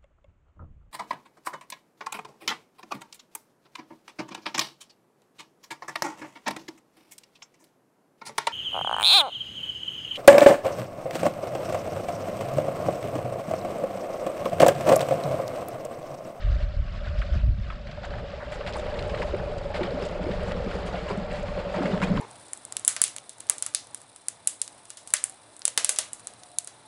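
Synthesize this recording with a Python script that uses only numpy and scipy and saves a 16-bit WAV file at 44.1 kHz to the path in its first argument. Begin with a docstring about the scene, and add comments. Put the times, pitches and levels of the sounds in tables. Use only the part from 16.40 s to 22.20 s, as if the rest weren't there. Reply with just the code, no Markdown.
"""On the water near a jetty, an inflatable boat creeps in, its outboard idling at 22 firings a second.
The firings drive the resonances of the motor's housing; once a turn the exhaust burbles out under water,
louder near the end. Wind buffets the microphone at first; then chop slaps and gurgles along the hull,
its trapped air ringing as bubbles. Beneath lie a low rumble of breeze and hull and a splashy clatter
from the outboard at the stern."""
import sys
import numpy as np
from scipy import signal
from scipy.fft import rfft, irfft, next_fast_len
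from scipy.io import wavfile
from scipy.ndimage import uniform_filter1d, map_coordinates

SR = 44100
rng = np.random.default_rng(int(sys.argv[2]) if len(sys.argv) > 2 else 0)


def dump_mix(stems):
    """Bounce the given channels to the path in sys.argv[1] as a 16-bit WAV at rate SR."""
    frames = np.atleast_2d(stems).T  # one column per channel
    limited = np.clip(frames, -1, 1)  # hard clip at full scale
    pcm = np.round(limited * 32767).astype(np.int16)
    wavfile.write(sys.argv[1], SR, pcm)


N = 255780
TIME = np.arange(N) / SR

# splashy clatter from the outboard; rumble of light breeze and hull: time_s, level_db
CLATTER_LEVEL = [(0, -39), (0.25, -43.5), (0.43, -47.5), (0.54, -43.5), (0.6, -44), (0.68, -42.5),
                 (0.95, -42), (1.15, -49), (1.33, -43), (1.41, -48), (1.5, -41.5), (1.59, -46), (1.7, -46)]
RUMBLE_LEVEL = [(1.4, -33.5), (1.62, -35.5), (1.76, -28.5), (1.9, -37.5), (2.8, -28.5), (3.7, -34.5),
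                (4.0, -27.5), (4.8, -35), (5.1, -30), (5.45, -41), (5.8, -27)]
# roughness of the water along the hull; deep sloshing under the tubes: time_s, level_db
CHOP_LEVEL = [(1.5, -51), (2.0, -42.5), (2.7, -35.5), (3.15, -39), (3.6, -37.5), (4.25, -37), (5.15, -37),
              (5.5, -34.5), (5.8, -34.5)]
SLOSH_LEVEL = [(1.5, -61), (2.15, -49), (2.37, -43), (2.79, -39.5), (3.2, -45.5), (3.68, -40), (4.54, -41),
               (5.02, -49), (5.52, -36), (5.8, -42)]
# spectral envelopes of the noisy sources: frequency_hz, gain_db
CLATTER_SPECTRUM = [(250, 3), (450, 1), (690, 8.5), (810, -7), (980, -4), (1200, -4), (1500, -3.5),
                    (2100, -9), (2900, -9.5), (4500, -15.5), (7500, -22.5), (9500, -36.5), (14000, -56.5)]
RUMBLE_SPECTRUM = [(8, -40), (20, 4.5), (35, 3), (60, 4.5), (100, -2.5), (160, -8), (230, -11.5),
                   (320, -39), (800, -64)]
WIND_SPECTRUM = [(8, -40), (18, -38.5), (35, 5.5), (55, 4.5), (88, -3.5), (137, -17), (200, -30),
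                 (400, -45), (900, -100.5)]
CHURN_SPECTRUM = [(300, -6), (550, 2), (750, 4.5), (1000, -3), (1350, -5), (2000, -7.5), (2800, -10.5),
                  (4500, -16.5), (7500, -32.5), (10000, -49), (14000, -63)]
SPRAY_SPECTRUM = [(1500, -15), (4000, -6), (6000, -2), (8000, -6), (10400, -9.5), (14000, -19)]
SLOSH_SPECTRUM = [(120, 0), (220, -2.5), (290, -5), (360, 1), (490, 8.5), (640, -1), (900, -11),
                  (1400, -8.5), (4000, -54)]
GURGLE_SPECTRUM = [(750, -3.5), (1400, -12), (2300, -14.0)]
# gusts on the microphone: start_s, length_s, level_db
WIND_GUSTS = [(0.03, 0.13, -20.5), (0.212, 0.029, -20), (0.355, 0.046, -20.5), (0.44, 0.044, -34),
              (0.654, 0.055, -29), (0.768, 0.024, -19.5), (0.893, 0.081, -21.5), (1.014, 0.098, -18.5),
              (1.175, 0.032, -26), (3.995, 0.048, -31)]
# waves meeting the hull: start_s, length_s, churn_db, spray_db
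HULL_WAVES = [(1.626, 0.035, -41.5, -79), (1.7, 0.1, -45, -76), (2.112, 0.046, -43.5, -55),
              (2.266, 0.028, -38.5, -54.5), (2.348, 0.047, -49, -50.5), (2.6, .04, -51, -59),
              (2.768, 0.06, -41.5, -59), (3.339, 0.039, -34, -53), (3.401, 0.072, -36.5, -64),
              (3.608, .04, -45.5, -58), (3.817, 0.13, -46, -75.5), (3.988, 0.14, -43.5, -62),
              (4.298, 0.06, -41, -57), (4.448, 0.032, -53, -56), (4.675, 0.042, -40.5, -55),
              (4.91, 0.084, -48, -56.5), (5.343, 0.051, -38.5, -70), (5.425, 0.042, -37, -56),
              (5.615, 0.026, -38, -48)]
# spray falling back on the water: start_s, level_db, pitch_hz
SPRAY_DROPS = [(1.4724, -65, 6980), (1.6514, -57, 6250), (2.1414, -52, 7480), (2.829, -53, 7000),
               (2.8888, -55, 6920), (2.968, -43, 8350), (3.0734, -54, 7230), (3.1822, -57, 6290),
               (3.5947, -49, 8330), (3.6594, -52, 6660), (3.8876, -53, 8480), (4.0544, -54, 6830),
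               (4.2884, -53, 6000), (4.3151, -51, 6590), (4.4645, -38, 8400), (4.775, -41, 7990),
               (4.9364, -50, 7110), (4.9586, -48, 7540), (5.03, -41, 6750)]
# wavelets slapping the hull: start_s, level_db, centre_hz, length_s
HULL_SLAPS = [(0.475, -40, 1820, 0.023), (0.535, -37.5, 1570, 0.017), (0.642, -35, 1620, 0.025),
              (0.777, -34, 3180, 0.017), (0.815, -26, 1840, 0.007), (1.3, -27, 1850, 0.0058),
              (1.469, -34, 2780, 0.0058), (1.512, -33, 2650, 0.0042), (1.643, -32, 1350, .007),
              (1.647, -35, 4150, 0.011), (1.735, -28.5, 1210, 0.0059), (1.781, -31, 1250, .012),
              (2, -32, 1080, 0.025), (2.12, -29, 2030, 0.0087), (2.205, -27.5, 1760, 0.0086),
              (2.264, -25.5, 2300, 0.014), (2.331, -29.5, 3430, 0.01), (2.35, -25.5, 1014, 0.013),
              (2.394, -29.5, 3020, 0.0044), (2.464, -31.5, 1700, .004), (2.49, -43, 2000, 0.0043),
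              (2.54, -31.5, 2900, .004), (2.589, -25.5, 2600, 0.0055), (2.695, -31.5, 3420, .006),
              (2.743, -27, 1760, 0.0057), (2.774, -28.5, 2110, 0.0035), (2.817, -22, 1780, 0.0065),
              (2.826, -29.5, 3650, .005), (2.945, -27, 1670, 0.0036), (2.993, -24.5, 1070, 0.0049),
              (3.18, -35, 4600, 0.0054), (3.339, -28, 2820, 0.012), (3.357, -24.5, 2200, 0.0098),
              (3.364, -39, 6140, .005), (3.408, -25, 930, 0.007), (3.431, -22, 2400, 0.0042),
              (3.506, -32, 2760, 0.0026), (3.62, -33, 3170, 0.022), (3.65, -31, 4530, 0.0083),
              (3.686, -34, 4270, 0.0028), (3.91, -29.5, 2930, 0.01), (4.107, -25.5, 1400, 0.015),
              (4.243, -37, 3600, 0.0028), (4.309, -26.5, 2050, 0.0093), (4.694, -22.5, 860, 0.018),
              (4.716, -33, 1080, .022), (4.897, -31, 2500, 0.03), (4.962, -36, 3800, .006),
              (5.078, -28, 1780, 0.011), (5.17, -33, 1590, 0.015), (5.338, -23.5, 1390, 0.022),
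              (5.416, -23, 1060, 0.009), (5.455, -22.5, 1980, 0.0023), (5.541, -23.5, 1240, 0.0026),
              (5.625, -17, 1370, 0.0076), (5.626, -31, 3700, 0.014), (5.761, -25, 1100, 0.0047)]
# water hitting the tubes flat: start_s, level_db, centre_hz
TUBE_SMACKS = [(1.6467, -35, 1480), (2.265, -26, 2000), (2.326, -30, 3300), (2.590, -30, 2700),
               (2.626, -25, 2960), (3.365, -30, 1500), (4.120, -25.5, 3000), (5.577, -24, 1710),
               (5.602, -29, 3000), (5.618, -17, 1280), (5.624, -18.5, 1500), (5.774, -25, 2980)]
# single bubbles, from deep gulps to bright plinks: start_s, level_db, pitch_hz, decay_s, rise_per_decay
AIR_POCKETS = [(0.818, -31, 1310, 0.0043, 0.02), (1.303, -29.5, 1255, 0.0065, .02),
               (1.628, -35.5, 777, 0.0083, .04), (2.024, -34, 1440, 0.0046, .03),
               (2.355, -24.5, 865, 0.0054, 0.029), (2.826, -24.5, 930, 0.0063, 0.036),
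               (2.938, -16.5, 385, 0.0095, -0.0032), (3.091, -25.5, 429, 0.019, 0.051),
               (3.3, -28, 817, .012, .02), (3.408, -17.5, 343, 0.015, 0.051), (3.414, -22, 200, 0.01, .04),
               (3.414, -29, 887, .007, 0.027), (3.538, -23, 245, 0.013, .04),
               (3.622, -21, 390, 0.01, 0.036), (3.835, -27, 290, 0.012, .04),
               (3.865, -19.5, 356, 0.012, 0.028), (3.889, -22, 467, 0.0084, .04),
               (3.902, -24, 196, 0.0078, 0.054), (4.261, -22, 230, 0.0099, 0.046),
               (4.273, -35.5, 1264, .01, -0.0093), (4.34, -27, 336, .01, 0.033),
               (4.541, -22.5, 675, 0.0074, 0.021), (4.7, -26, 934, 0.012, 0.044),
               (4.704, -20.5, 401, 0.015, 0.042), (4.775, -17.5, 183, 0.015, 0.077),
               (5.175, -19.5, 500, 0.0071, 0.028), (5.38, -21, 336, 0.016, 0.024),
               (5.405, -19, 277, 0.014, 0.0021), (5.428, -23, 633, .007, 0.029),
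               (5.4575, -22.5, 2050, 0.0025, 0.044), (5.627, -26, 2830, 0.0044, -0.03),
               (5.634, -25, 2450, 0.0085, 0.00022), (5.776, -14.5, 1004, 0.0023, 0.047)]
# strength of the exhaust and of the firing knocks: time_s, level_db
EXHAUST_LEVEL = [(1.4, -52), (2.2, -47), (3.3, -42.5), (3.9, -36), (4.8, -36.5), (5.28, -38.5), (5.43, -27),
                 (5.56, -26.5), (5.8, -19.5)]
KNOCK_LEVEL = [(0, -40), (0.32, -40), (0.5, -51.5), (0.65, -38), (0.95, -40), (1.17, -52), (1.55, -38.5),
               (2.6, -30.5), (3.5, -31), (3.9, -32), (4.5, -36), (5.4, -29), (5.8, -34)]
# resonances of the underwater boom and of the motor's housing: centre_hz, pole_width_hz, gain_db
BOOM_MODES = [(181.6, 114, 3), (276.4, 150, -8.5), (119.3, 130, -8.5)]
HOUSING_MODES = [(594.5, 111, 2.5), (669, 370, -13), (1560, 500, -30.5)]
# motor speed: time_s, firings_per_s
FIRING_RATE = [(0.0, 22.68), (0.3, 22.06), (0.6, 21.66), (1.2, 21.68), (1.6, 22.49), (2.1, 22.08),
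               (2.5, 21.75), (2.9, 22.03), (3.9, 22.15), (4.3, 21.82), (5.0, 21.98), (5.35, 22.41),
               (5.8, 22.01)]
# blows within one turn of the two cylinders: place_turns, level_db
CYLINDER_BLOWS = [(.11, -9), (.25, -4), (.485, 3), (.63, -8), (.975, 0)]
# part of the housing's ring smeared into a steady wash: time_s, power_share
RING_BLUR = [(3.3, 0), (4.3, .12), (5.2, .25)]
# response of the microphone in its waterproof case: frequency_hz, gain_db
CASE_RESPONSE = [(4000, -0.5), (5100, 0), (5800, -7), (7500, -0.5), (9000, -5), (10500, -5.5), (11700, -16),
                 (14000, -17)]


def amp(db):
    """Amplitude ratio: tenfold for every 20 decibels."""
    return 10 ** (np.asarray(db) / 20)


def unit_rms(x):
    """Normalisation to unit mean power."""
    return x / np.sqrt(np.mean(x ** 2) + 1e-20)


def follow(rows):
    """Linear interpolation of (time_s, value) rows at every sample."""
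    return np.interp(TIME, *np.transpose(rows))


def colour(x, spectrum):
    """Spectral shaping by (frequency_hz, gain_db) points on a logarithmic frequency axis."""
    size = next_fast_len(len(x) + 4096)
    hz, db = np.transpose(spectrum)
    gain = amp(np.interp(np.log(np.fft.rfftfreq(size, 1 / SR) + 1), np.log(hz), db))
    return irfft(rfft(x, size) * gain, size)[:len(x)]


def resonate(x, hz, pole_width_hz, order=4):
    """Cascaded resonance, steady or moving: equal poles in a row make a blow swell and fade."""
    carrier = np.exp(2j * np.pi * np.cumsum(hz * np.ones(len(x))) / SR)
    pole = np.exp(-np.pi * pole_width_hz / SR)
    baseband = x / carrier
    for _ in range(order):
        baseband = signal.lfilter([1 - pole], [1, -pole], baseband + 1e-18)
    return 2 * (baseband * carrier).real


def drift(per_s):
    """Random modulation: a smooth curve of rms 1 through per_s random values a second."""
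    knots = rng.standard_normal(N // 20)
    return unit_rms(map_coordinates(knots, [TIME * per_s], order=2, mode="mirror"))


def steadied(x, window_s):
    """Division by the running rms removes swells slower than the window."""
    size = int(window_s * SR)
    power = uniform_filter1d(uniform_filter1d(x ** 2, size), size)
    return x / np.sqrt(abs(power) + 1e-12)


def swell(start_s, length_s, attack_s=0.0079, release_s=0.014):
    """Envelope with a linear attack and, once its length has passed, an exponential decay."""
    age = TIME - start_s
    return np.clip(age / attack_s, 0, 1) * np.exp(-np.maximum(age - length_s, 0) / release_s)


def add(mix, start_s, sound):
    """Superposition of a sound on the mix at a given time."""
    part = mix[max(round(start_s * SR), 0):][:len(sound)]
    part += sound[:len(part)]


def bubble(hz, decay_s, rise):
    """Damped oscillation of an air pocket; nearing the surface, it glides by the share rise per decay."""
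    age = np.arange(int(6 * decay_s * SR) + 2) / (decay_s * SR)  # in decay times
    onset = (1 - np.exp(-10 * age)) ** 2
    return np.sin(2 * np.pi * hz * decay_s * (age + rise * age ** 2 / 2)) * np.exp(-age) * onset


def bubbles(low_hz, high_hz, per_s, spread_db, cycles, count):
    """Shot noise: bubbles of count sizes, born at random times, sum to an even spectrum."""
    swarm = np.zeros(N)
    for hz in np.geomspace(low_hz, high_hz, count):
        when, chance, sign = rng.random((int(per_s * N / SR / count), 3)).T
        strength = amp(-spread_db * np.log(chance + 0.01))  # positive spread: few loud, many faint
        births = np.bincount((when * N).astype(int), strength * np.sign(sign - .5), N)
        ringing = signal.oaconvolve(births, bubble(hz, cycles / hz, rise=0.0066))[:N]
        swarm += np.sqrt(hz) * unit_rms(ringing)
    return unit_rms(swarm)


def rumble(level_db=-3.5):
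    """Low-frequency noise: the rumble of light breeze on the microphone and of the hull."""
    low_noise = steadied(colour(rng.standard_normal(N), RUMBLE_SPECTRUM), 0.08)
    return amp(follow(RUMBLE_LEVEL) + level_db) * low_noise


def stern_clatter(level_db=-3.0, patchy_db=1.5):
    """Modulated noise: splashy clatter from the outboard, at first rising and falling with the motor."""
    drips = bubbles(1100, 6000, per_s=2500, spread_db=2.6, cycles=8, count=24)
    clatter = steadied(colour(drips + rng.standard_normal(N), CLATTER_SPECTRUM), 0.05)
    return amp(follow(CLATTER_LEVEL) + level_db + patchy_db * drift(22.15)) * clatter


def wind(level_db=1, breeze_db=-34, shelter_s=(1.28, 1.42)):
    """Turbulent pressure on the microphone: gusts over a breeze that dies as the boat finds shelter."""
    eddies = steadied(colour(rng.standard_normal(N), WIND_SPECTRUM), 0.025)
    gusts = sum(amp(db) * swell(start_s, length_s, attack_s=0.029, release_s=0.024)
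                for start_s, length_s, db in WIND_GUSTS)
    breeze = amp(breeze_db) * np.interp(TIME, shelter_s, [1, 0])
    return amp(level_db) * np.hypot(breeze, gusts) * eddies


def water_gains(churn_db=-5, spray_db=-65, slosh_db=4.0, usual_chop_db=-38.5, slosh_lag_s=0.04):
    """Incoherent sources add in power: each wave lifts the gains of churn, spray and, later, slosh."""
    chop_db = follow(CHOP_LEVEL)
    churn = amp(chop_db + churn_db)
    spray = amp(spray_db + 1.53 * (chop_db - usual_chop_db))  # spray grows faster than churn
    slosh = amp(follow(SLOSH_LEVEL) + slosh_db)
    for start_s, length_s, wave_db, splash_db in HULL_WAVES:
        wave = swell(start_s, length_s)
        churn = np.hypot(churn, amp(wave_db) * wave)
        spray = np.hypot(spray, amp(splash_db) * wave)
        slosh = np.hypot(slosh, amp(wave_db - 2) * swell(start_s + slosh_lag_s, length_s))
    return churn, spray, slosh


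def sprinkle(level_db=-6):
    """Sparse shot noise: fine droplets tick separately wherever there is spray."""
    ticks = bubbles(4000, 9000, per_s=110, spread_db=3.0, cycles=5, count=16)
    _, spray_gain, _ = water_gains()
    return amp(level_db) * spray_gain * ticks


def drops(level_db=6, cycles=3.5):
    """Air entrainment: each falling drop traps a tiny bubble that pings once."""
    pings = np.zeros(N)
    for start_s, db, hz in SPRAY_DROPS:
        add(pings, start_s, amp(db + level_db) * bubble(hz, cycles / hz, rise=.03))
    return pings


def gurgle(level_db=-14):
    """Free oscillation of middle-sized bubbles, which warble briefly in the chop."""
    swarm = bubbles(750, 2300, per_s=140, spread_db=1.8, cycles=8, count=24)
    return amp(follow(CHOP_LEVEL) + level_db) * unit_rms(colour(swarm, GURGLE_SPECTRUM))


def chop(surge_db=1.5, flurry_db=1.9, arrival_s=(1.26, 1.48)):
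    """Bubble pitch falls with size: along the hull, spray hisses, churn bubbles and slosh sounds low."""
    surge = amp(surge_db * drift(40))
    drips = .7 * bubbles(800, 11000, per_s=800, spread_db=3.5, cycles=12, count=48)
    churn = bubbles(578, 10200, per_s=5000, spread_db=2.0, cycles=1.43, count=20)
    churn += drips + rng.standard_normal(N)  # long-ringing drips over a smooth wash
    spray = bubbles(3350, 12000, per_s=1100, spread_db=-2.5, cycles=0.33, count=10)
    spray += 0.35 * drips + rng.standard_normal(N)
    slosh = bubbles(184.0, 1300, per_s=900, spread_db=-0.5, cycles=2.06, count=14)
    flurry = amp(flurry_db * drift(24))
    churn_gain, spray_gain, slosh_gain = water_gains()
    arrival = np.interp(TIME, arrival_s, [0, 1])
    return arrival * (surge * churn_gain * steadied(colour(churn, CHURN_SPECTRUM), 0.051)
                      + surge * flurry * spray_gain * steadied(colour(spray, SPRAY_SPECTRUM), 0.072)
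                      + slosh_gain * steadied(colour(slosh, SLOSH_SPECTRUM), 0.61))


def slaps(level_db=-2, scatter=.55, cycles=2.8, ring_spread=.3, foam=.45, count=50):
    """Air entrainment by breaking wavelets: each makes a shower of small bubbles and a hiss of foam."""
    splashes = np.zeros(N)
    for start_s, db, hz, length_s in HULL_SLAPS:
        age = np.arange(SR // 4) / SR / length_s
        hiss = colour(rng.standard_normal(len(age)), [(hz / 4, -30), (hz, 0), (hz * 8, -40)])
        hiss = unit_rms(hiss * (1 - np.exp(-2 * age)) * np.exp(-.7 * age))
        shower = np.zeros(len(age))
        waits = rng.gamma(2, .5, count)  # in slap lengths
        for wait, pitch, size, ring in zip(waits, *rng.standard_normal((3, count))):
            ring_hz = hz * np.exp(scatter * np.tanh(pitch))
            decay_s = cycles * np.exp(ring_spread * ring) / ring_hz
            add(shower, wait * length_s, size * np.exp(-wait / 4) * bubble(ring_hz, decay_s, rise=0.025))
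        splash = unit_rms(shower) + foam * hiss
        add(splashes, start_s, amp(db + level_db) * splash / abs(splash).max())
    return splashes


def smacks(level_db=0, cycles=1.2, spit=.5, spit_s=.0012):
    """Heavily damped impact: water hits a tube flat, with an abrupt knock and a spit of spray."""
    impacts = np.zeros(N)
    age_s = np.arange(SR // 40) / SR
    for start_s, db, hz in TUBE_SMACKS:
        knock = bubble(hz, cycles / hz, rise=0)
        knock = np.pad(knock, (0, len(age_s)))[:len(age_s)]
        spectrum = [(hz / 4, -20), (hz, 0), (hz * 2, -6), (hz * 6, -40)]
        spray = colour(rng.standard_normal(len(age_s)), spectrum) * np.exp(-age_s / spit_s)
        smack = unit_rms(knock) + spit * unit_rms(spray)
        add(impacts, start_s, amp(db + level_db) * smack / abs(smack).max())
    return impacts


def gulps(level_db=0, scatter=0.443, piece_gain=.26, burble_decays=2.2, count=8):
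    """Bubble break-up: large air pockets close under the hull, ring once and burble into other sizes."""
    burble = np.zeros(N)
    for start_s, db, hz, decay_s, rise in AIR_POCKETS:
        gain = amp(db + level_db)
        add(burble, start_s, gain * bubble(hz, decay_s, rise))
        for wait, pitch, size in rng.uniform([0, -.6, -1.5], [2, 1, 1.5], (count, 3)):
            piece = bubble(hz * np.exp(scatter * pitch), decay_s / 2, rise)
            add(burble, start_s + wait * burble_decays * decay_s, gain * piece_gain * size * piece)
    return burble


def crank():
    """Phase as the integral of rate: turns of the crankshaft, two firings each."""
    return np.cumsum(follow(FIRING_RATE)) / SR / 2 + .225


def strokes(turns, place, uneven_db):
    """Impulse train: one impulse a turn, at the given place, each of random strength."""
    passed = np.diff(np.floor(turns - place), prepend=np.floor(turns[0] - place)) > 0
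    return passed * amp(uneven_db * rng.standard_normal(N))


def exhaust(turns, level_db=-2, puff_db=2.5, puff_turns=.22, lead_turns=.17, froth_gain=.55):
    """Pulsed resonance: gas let go once a turn thumps under the stern, then swells into a hollow froth."""
    puff = unit_rms(amp(puff_db * np.cos(2 * np.pi * (turns - puff_turns))))
    releases = strokes(turns, puff_turns - lead_turns, uneven_db=2.2)
    thump = unit_rms(resonate(releases, BOOM_MODES[0][0], pole_width_hz=60))
    froth = sum(amp(db) * resonate(rng.standard_normal(N), hz, width) for hz, width, db in BOOM_MODES)
    boom = thump + froth_gain * puff * steadied(froth, 0.046)
    return amp(follow(EXHAUST_LEVEL) + level_db) * steadied(boom, 0.13)


def motor(turns, level_db=-4.0, wander=0.014, rattle_s=.005, rattle_gain=.8):
    """Forced vibration: knocks and rattles ring the housing, whose modes waver and blur near the jetty."""
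    blows = sum(amp(db) * strokes(turns, place, uneven_db=2.1) for place, db in CYLINDER_BLOWS)
    rattle_power = signal.lfilter([1], [1, -np.exp(-2 / (rattle_s * SR))], blows ** 2)
    rattle = np.sqrt(rattle_power) * rng.standard_normal(N)
    knocks = unit_rms(unit_rms(blows) + rattle_gain * unit_rms(rattle))
    blur = follow(RING_BLUR)
    drive = np.sqrt(1 - blur) * knocks + np.sqrt(blur) * rng.standard_normal(N)
    bend = 1 + wander * drift(18)
    ring = sum(amp(db) * resonate(drive, hz * bend, width) for hz, width, db in HOUSING_MODES)
    return amp(follow(KNOCK_LEVEL) + level_db) * steadied(ring, 0.086)


def scene():
    """Superposition of water, motor and wind at one microphone."""
    turns = crank()
    splashing = stern_clatter() + chop() + gurgle() + sprinkle() + slaps() + smacks() + gulps() + drops()
    return (motor(turns) + exhaust(turns) + rumble() + wind() + splashing)[None]


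def record(dry):
    """Linear filtering: the waterproof case colours the treble, and a low-pass ends the band at 14 kHz."""
    cased = colour(dry[0], CASE_RESPONSE)
    low_pass = signal.firwin(511, 14000, window=("kaiser", 9), fs=SR)
    return signal.oaconvolve(cased, low_pass, "same")[None]


dry = scene()
out = record(dry)
dump_mix(out)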